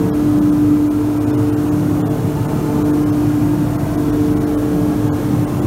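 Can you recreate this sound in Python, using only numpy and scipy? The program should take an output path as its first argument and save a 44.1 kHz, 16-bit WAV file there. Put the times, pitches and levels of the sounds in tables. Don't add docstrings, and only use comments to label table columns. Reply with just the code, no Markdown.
import sys
import numpy as np
from scipy import signal
from scipy.fft import rfft, irfft, next_fast_len
from scipy.io import wavfile

SR = 44100
rng = np.random.default_rng(int(sys.argv[2]) if len(sys.argv) > 2 else 0)


def unload_wav(signal):
    wavfile.write(
        sys.argv[1],
        SR,
        np.round(np.clip(np.atleast_2d(signal).T, -1, 1) * 32767).astype(np.int16),
    )


def volts_from_decibels(level):
    exponent = np.asarray(level, float) / 20
    return 10 ** exponent


N = 249606

# t/s, level/dB
HUM = [(0, -21.5), (.2, -16), (.4, -12.5), (.75, -11.5), (1.1, -16.5), (1.5, -16.5), (1.85, -16.5),
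       (2.02, -19), (2.25, -27.5), (2.6, -27), (2.85, -16), (3.2, -17), (3.6, -17), (3.78, -25.5),
       (4.05, -17.5), (4.6, -18.5), (5.2, -21), (5.66, -24.5)]
# t/s, level/dB, half width/s
FIRST_ZONES = [
    (.6, -27, 0.18),
    (1.45, -37, .25),
    (2.2, -24.5, 0.28),
    (2.9, -27.5, 0.29),
    (3.6, -25.5, 0.26),
    (4.2, -29, 0.17),
    (5.0, -30, 0.32),
]
# t/s, level/dB, half width/s
THIRD_ZONES = [
    (0.01, -25, 0.16),
    (1.4, -27.5, .25),
    (2.15, -30, 0.13),
    (2.8, -29, .25),
    (4.2, -28.5, .15),
    (4.65, -28, 0.19),
    (5.15, -33.5, 0.18),
]
UPPER_MULTIPLES = (4, 5, 6, 7, 11, 13, 15)
# t/s, level/dB, half width/s
UPPER_ZONES = [
    [(.3, -37, 0.32), (1.95, -40.5, 0.24), (4.8, -39, 0.26), (5.6, -41, 0.13)],
    [(0.01, -49, 0.34), (1.9, -51, .3), (3.3, -47.5, .3), (5.3, -46.5, 0.27)],
    [(2.55, -42.5, 0.27), (3.6, -41, 0.16)],
    [(.4, -51, 0.27), (3.4, -49.5, 0.62)],
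    [(1.2, -58, 0.21), (4.9, -51.5, 0.4)],
    [],
    [],
]
UPPER_QUIET_DB = (-57.5, -54.5, -54, -57.5, -62, -68.5, -68)
# t/s, level/dB, half width/s
SHAFT_ZONES = [
    (2.7, -41, 0.49),
    (4.6, -39, 0.86),
]
# t/s, level/dB, half width/s
BELT_ZONES = [
    (.4, -38.5, 0.66),
    (4.0, -37.5, 0.55),
]
# f/Hz, width/Hz, level/dB
LOW_MODES = [(104.3, 13, -1.5), (114.1, 12, -2.5), (127.4, 8.4, -4.5), (142, 6.4, -7)]
# t/s, level/dB, half width/s
LOW_SWELLS = [
    (.3, -27.5, 0.38),
    (1.5, -26, 0.22),
    (2.2, -28, 0.24),
    (3.45, -29, 0.27),
    (4.25, -31.5, 0.1),
    (5.08, -29.5, 0.053),
    (5.36, -24, 0.053),
    (5.62, -23.5, 0.079),
]
# f/Hz, width/Hz, level/dB
MIDDLE_MODES = [(164.5, 8.6, -1.5), (179, 7.7, 3.5), (203.3, 6.9, 0.5), (210.6, 10.5, -4.5)]
# t/s, level/dB, half width/s
MIDDLE_SWELLS = [(.02, -27.5, .1), (.5, -30, .2), (1.9, -28.5, 0.14), (2.25, -30, 0.048), (2.6, -28.5, .25),
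                 (3.45, -30.5, 0.12), (3.92, -31, 0.066), (4.38, -29, 0.082), (4.78, -27, 0.083),
                 (5.36, -26, 0.091), (5.62, -29, 0.065)]
# f/Hz, width/Hz, level/dB
HIGH_MODES = [(245, 34, 3.5), (271, 42, 4.5), (292.2, 15, 0.5), (308, 10, -2), (321.5, 35, -3),
              (344, 14, 2), (370.7, 14, -3.5)]
# f/Hz, width/Hz, level/dB
DUCT_MODES = [(639, 22, -3.5), (681, 25, -5), (715, 25, -3)]
# t/s, level/dB, half width/s
DUCT_ZONES = [
    (1.17, -44, .15),
    (2.14, -37.5, 0.078),
    (3.85, -38, 0.17),
    (4.85, -42, 0.25),
]
# f/Hz, density/dB
BED = [(15, -14), (27, -8), (38, -11), (48, -12), (63, 3), (75, -9), (92, -3), (158, -0.5), (300, 6),
       (400, -4.5), (520, -25)]
# f/Hz, density/dB
ROAR = [(330, -12), (420, 5), (520, -1.5), (730, -3.5), (1000, -6), (1400, -10), (1650, -15), (1900, -19),
        (2600, -22), (4000, -27), (6500, -26.5), (9000, -24.5), (12000, -27)]
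# f/Hz, width/Hz, level/dB
NOTCHES = [(4900, 320, -3), (7870, 1100, -4), (10250, 850, -6.5)]
# f/Hz, level/dB
TOP = [(12000, 0), (14000, -2.2), (15800, -4.5)]
STARVED = [(4, 2), (18, 1), (23, 1), (41, 1), (55, 1), (58, 1), (61, 1), (63, 1), (70, 1), (72, 1), (79, 1),
           (94, 2), (97, 1), (115, 1), (132, 1), (136, 1), (142, 1), (145, 1), (176, 1), (185, 1), (192, 1),
           (203, 1), (205, 1), (208, 1), (213, 1), (238, 2), (255, 1), (262, 1)]
# f/Hz, step/dB
STARVED_STEP = [(20, -40), (470, -40), (600, -43), (1000, -48), (1500, -51), (2200, -54), (4000, -57),
                (20000, -57)]

BLADE_HZ, SHAFT_HZ, BELT_HZ, PAIR_HZ, WHINE_HZ = 148.72, 49.6, 54.15, (74.4, 79.04), 2750.2
PAIR_DB, WHINE_DB = -39.5, -65
FIRST_QUIET_DB, THIRD_QUIET_DB, SHAFT_QUIET_DB, BELT_QUIET_DB, DUCT_QUIET_DB = -48.5, -52, -55, -43.5, -46
LOW_MODES_DB, MIDDLE_MODES_DB, HIGH_MODES_DB = -27, -32, -24.5
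BED_DB, ROAR_DB, ROAR_TRIM_DB = -34, -31.5, 2.5
THROB_S = -.04
PATH_SWAY_TURNS = .05
BOOTH_T60_S, BOOTH_DB, PLACES = .5, -3, 12
GAIN_SHARE, GAIN_S, GAIN_REST_DB = 0.49, 0.36, -14.5
FRAME, FRAME_SR_HZ, FRAME_OFFSET = 1024, 48000, 7
TREBLE_HZ, CUTOFF_HZ = 2100, 15800
SURVIVORS, SURVIVOR_TILT = 4, .12


def blades():
    first_db = zones(FIRST_ZONES, FIRST_QUIET_DB)
    third_db = zones(THIRD_ZONES, THIRD_QUIET_DB)
    multiples = list(enumerate([first_db, *in_time(HUM), third_db], 1))
    for k, rows, quiet_db in zip(UPPER_MULTIPLES, UPPER_ZONES, UPPER_QUIET_DB):
        multiples.append((k, zones(rows, quiet_db) + 1.3 * drift(2.4)))
    out = 0
    for k, level_db in multiples:
        sway = rng.random() + PATH_SWAY_TURNS * np.sqrt(k) * drift(0.78)
        out = out + tone(k * BLADE_HZ, level_db, sway)
    return out


def drive():
    pair = sum(tone(hz, PAIR_DB, PATH_SWAY_TURNS * drift(.5)) for hz in PAIR_HZ)
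    shaft = tone(SHAFT_HZ, zones(SHAFT_ZONES, SHAFT_QUIET_DB), 0)
    belt = tone(BELT_HZ, zones(BELT_ZONES, BELT_QUIET_DB), 0)
    whine = tone(WHINE_HZ, WHINE_DB + 3.0 * drift(1.5), 0.3 * drift(2.5))
    return shaft + belt + pair + whine


def airflow():
    low = volts_from_decibels(zones(LOW_SWELLS, LOW_MODES_DB)) * booth_modes(LOW_MODES, swing_db=-1.0)
    middle = volts_from_decibels(zones(MIDDLE_SWELLS, MIDDLE_MODES_DB)) * booth_modes(MIDDLE_MODES, swing_db=-2.0)
    high = volts_from_decibels(HIGH_MODES_DB) * booth_modes(HIGH_MODES, swing_db=0.0)
    duct = volts_from_decibels(zones(DUCT_ZONES, DUCT_QUIET_DB)) * booth_modes(DUCT_MODES, swing_db=-0.5)
    bed = volts_from_decibels(BED_DB) * broad(BED)
    roar = booth(volts_from_decibels(ROAR_DB + ROAR_TRIM_DB) * broad(ROAR))
    return low + middle + high + duct + bed + roar


def booth_modes(modes, swing_db):
    out = 0
    for hz, width_hz, db in modes:
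        ringing = shaped_noise(lambda f: 1 / (1 + (2 * (f - hz) / width_hz) ** 2))
        out = out + volts_from_decibels(db + swing_db * drift(0.28)) * ringing
    return rms_one(out)


def booth(x):
    t = np.arange(SR // 2) / SR
    places_per_sample = (PLACES - 1) / N
    place = np.arange(N) * places_per_sample
    out = 0
    for k in range(PLACES):
        echoes = rng.standard_normal(len(t)) * volts_from_decibels(-60 * t / BOOTH_T60_S)
        echoes *= volts_from_decibels(BOOTH_DB) / np.sqrt(np.sum(echoes ** 2))
        start = max(int((k - 1) / places_per_sample), 0)
        stop = min(int((k + 1) / places_per_sample), N)
        fed = np.roll(x, len(t) - start)[:stop - start + len(t)]
        heard = np.zeros(N)
        heard[start:stop] = signal.fftconvolve(fed, echoes, "valid")[1:]
        out = out + heard * np.cos(np.pi / 2 * np.clip(place - k, -1, 1))
    return (x + out) / np.sqrt(1 + volts_from_decibels(2 * BOOTH_DB))


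def zones(rows, quiet_db):
    t = np.arange(N) / SR
    swells = sum(volts_from_decibels(db) * np.exp(-.5 * ((t - s) / width_s) ** 2) for s, db, width_s in rows)
    return 20 * np.log10(volts_from_decibels(quiet_db) + swells)


def tone(hz, level_db, sway):
    turns = hz * (np.arange(N) / SR - THROB_S) + sway
    return np.sqrt(2) * volts_from_decibels(level_db) * np.sin(2 * np.pi * turns)


def drift(rate_hz):
    r = np.exp(-80 * np.pi * rate_hz / SR)
    slow = signal.lfilter([1], [1, -2 * r, r * r], rng.standard_normal(N // 40 + 2002))[2000:]
    return np.interp(np.arange(N) / 40, np.arange(len(slow)), rms_one(slow - slow.mean()))


def shaped_noise(gain_at):
    size = next_fast_len(N)
    hz = np.maximum(np.arange(size // 2 + 1) * SR / size, 1)
    return rms_one(irfft(rfft(rng.standard_normal(size)) * gain_at(hz), size)[:N])


def broad(points):
    return shaped_noise(lambda hz: at_hz(points, hz))


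def at_hz(points, hz):
    table_hz, table_db = np.transpose(points)
    return volts_from_decibels(np.interp(np.log(hz), np.log(table_hz), table_db))


def in_time(rows):
    s, *columns = np.transpose(rows)
    return [np.interp(np.arange(N) / SR, s, c) for c in columns]


def rms_one(x):
    return x / np.sqrt(np.mean(x ** 2) + 1e-20)


def scene():
    return (blades() + drive() + airflow())[None]


def port(x):
    for hz, width_hz, db in NOTCHES:
        w = 2 * np.pi * hz / SR
        a = np.tan(np.pi * width_hz / SR)
        g = volts_from_decibels(db / 2)
        x = signal.lfilter([1 + a * g, -2 * np.cos(w), 1 - a * g], [1 + a / g, -2 * np.cos(w), 1 - a / g], x)
    return x


def gain_control(x):
    r = np.exp(-1 / (GAIN_S * SR))
    power, _ = signal.lfilter([1 - r], [1, -r], x ** 2, zi=[volts_from_decibels(2 * GAIN_REST_DB)])
    return x * volts_from_decibels(-GAIN_SHARE * (10 * np.log10(power) - GAIN_REST_DB))


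def starve(x):
    fast = signal.resample_poly(x, 160, 147)
    n = np.arange(2 * FRAME) + .5
    window = np.sin(np.pi * n / (2 * FRAME))
    basis = window * np.cos(np.pi / FRAME * np.outer(n[:FRAME], n + FRAME / 2))
    hz = n[:FRAME] * FRAME_SR_HZ / (2 * FRAME)
    frames = np.array([[first + k] for first, run in STARVED for k in range(run)])
    where = FRAME_OFFSET + FRAME * frames + np.arange(2 * FRAME)
    step = at_hz(STARVED_STEP, hz)
    lines = fast[where] @ basis.T / (FRAME * step)
    rounded = np.sign(lines) * np.floor(np.abs(lines) ** .75 + .4054) ** (4 / 3)
    in_treble = (hz > TREBLE_HZ) * (hz < CUTOFF_HZ)
    treble = np.abs(lines) * at_hz(TOP, hz) * hz ** SURVIVOR_TILT * in_treble
    survives = treble >= np.sort(treble, axis=1)[:, [-SURVIVORS]]
    rounded = np.where(survives, np.sign(lines), rounded * (hz < TREBLE_HZ))
    error = np.zeros(len(fast))
    np.add.at(error, where, ((rounded - lines) * step) @ basis * 2)
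    return x + signal.resample_poly(error, 147, 160)[:N]


def roll_off(x):
    return signal.sosfilt(signal.butter(12, 16030, fs=SR, output="sos"), x)


def record(dry):
    starved = starve(gain_control(port(dry[0])))
    hz = np.arange(1, N // 2 + 2) * SR / N
    mix = irfft(rfft(starved) * at_hz(TOP, hz) * (hz < CUTOFF_HZ), N)
    return roll_off(mix[None])


dry = scene()
out = record(dry)
unload_wav(out)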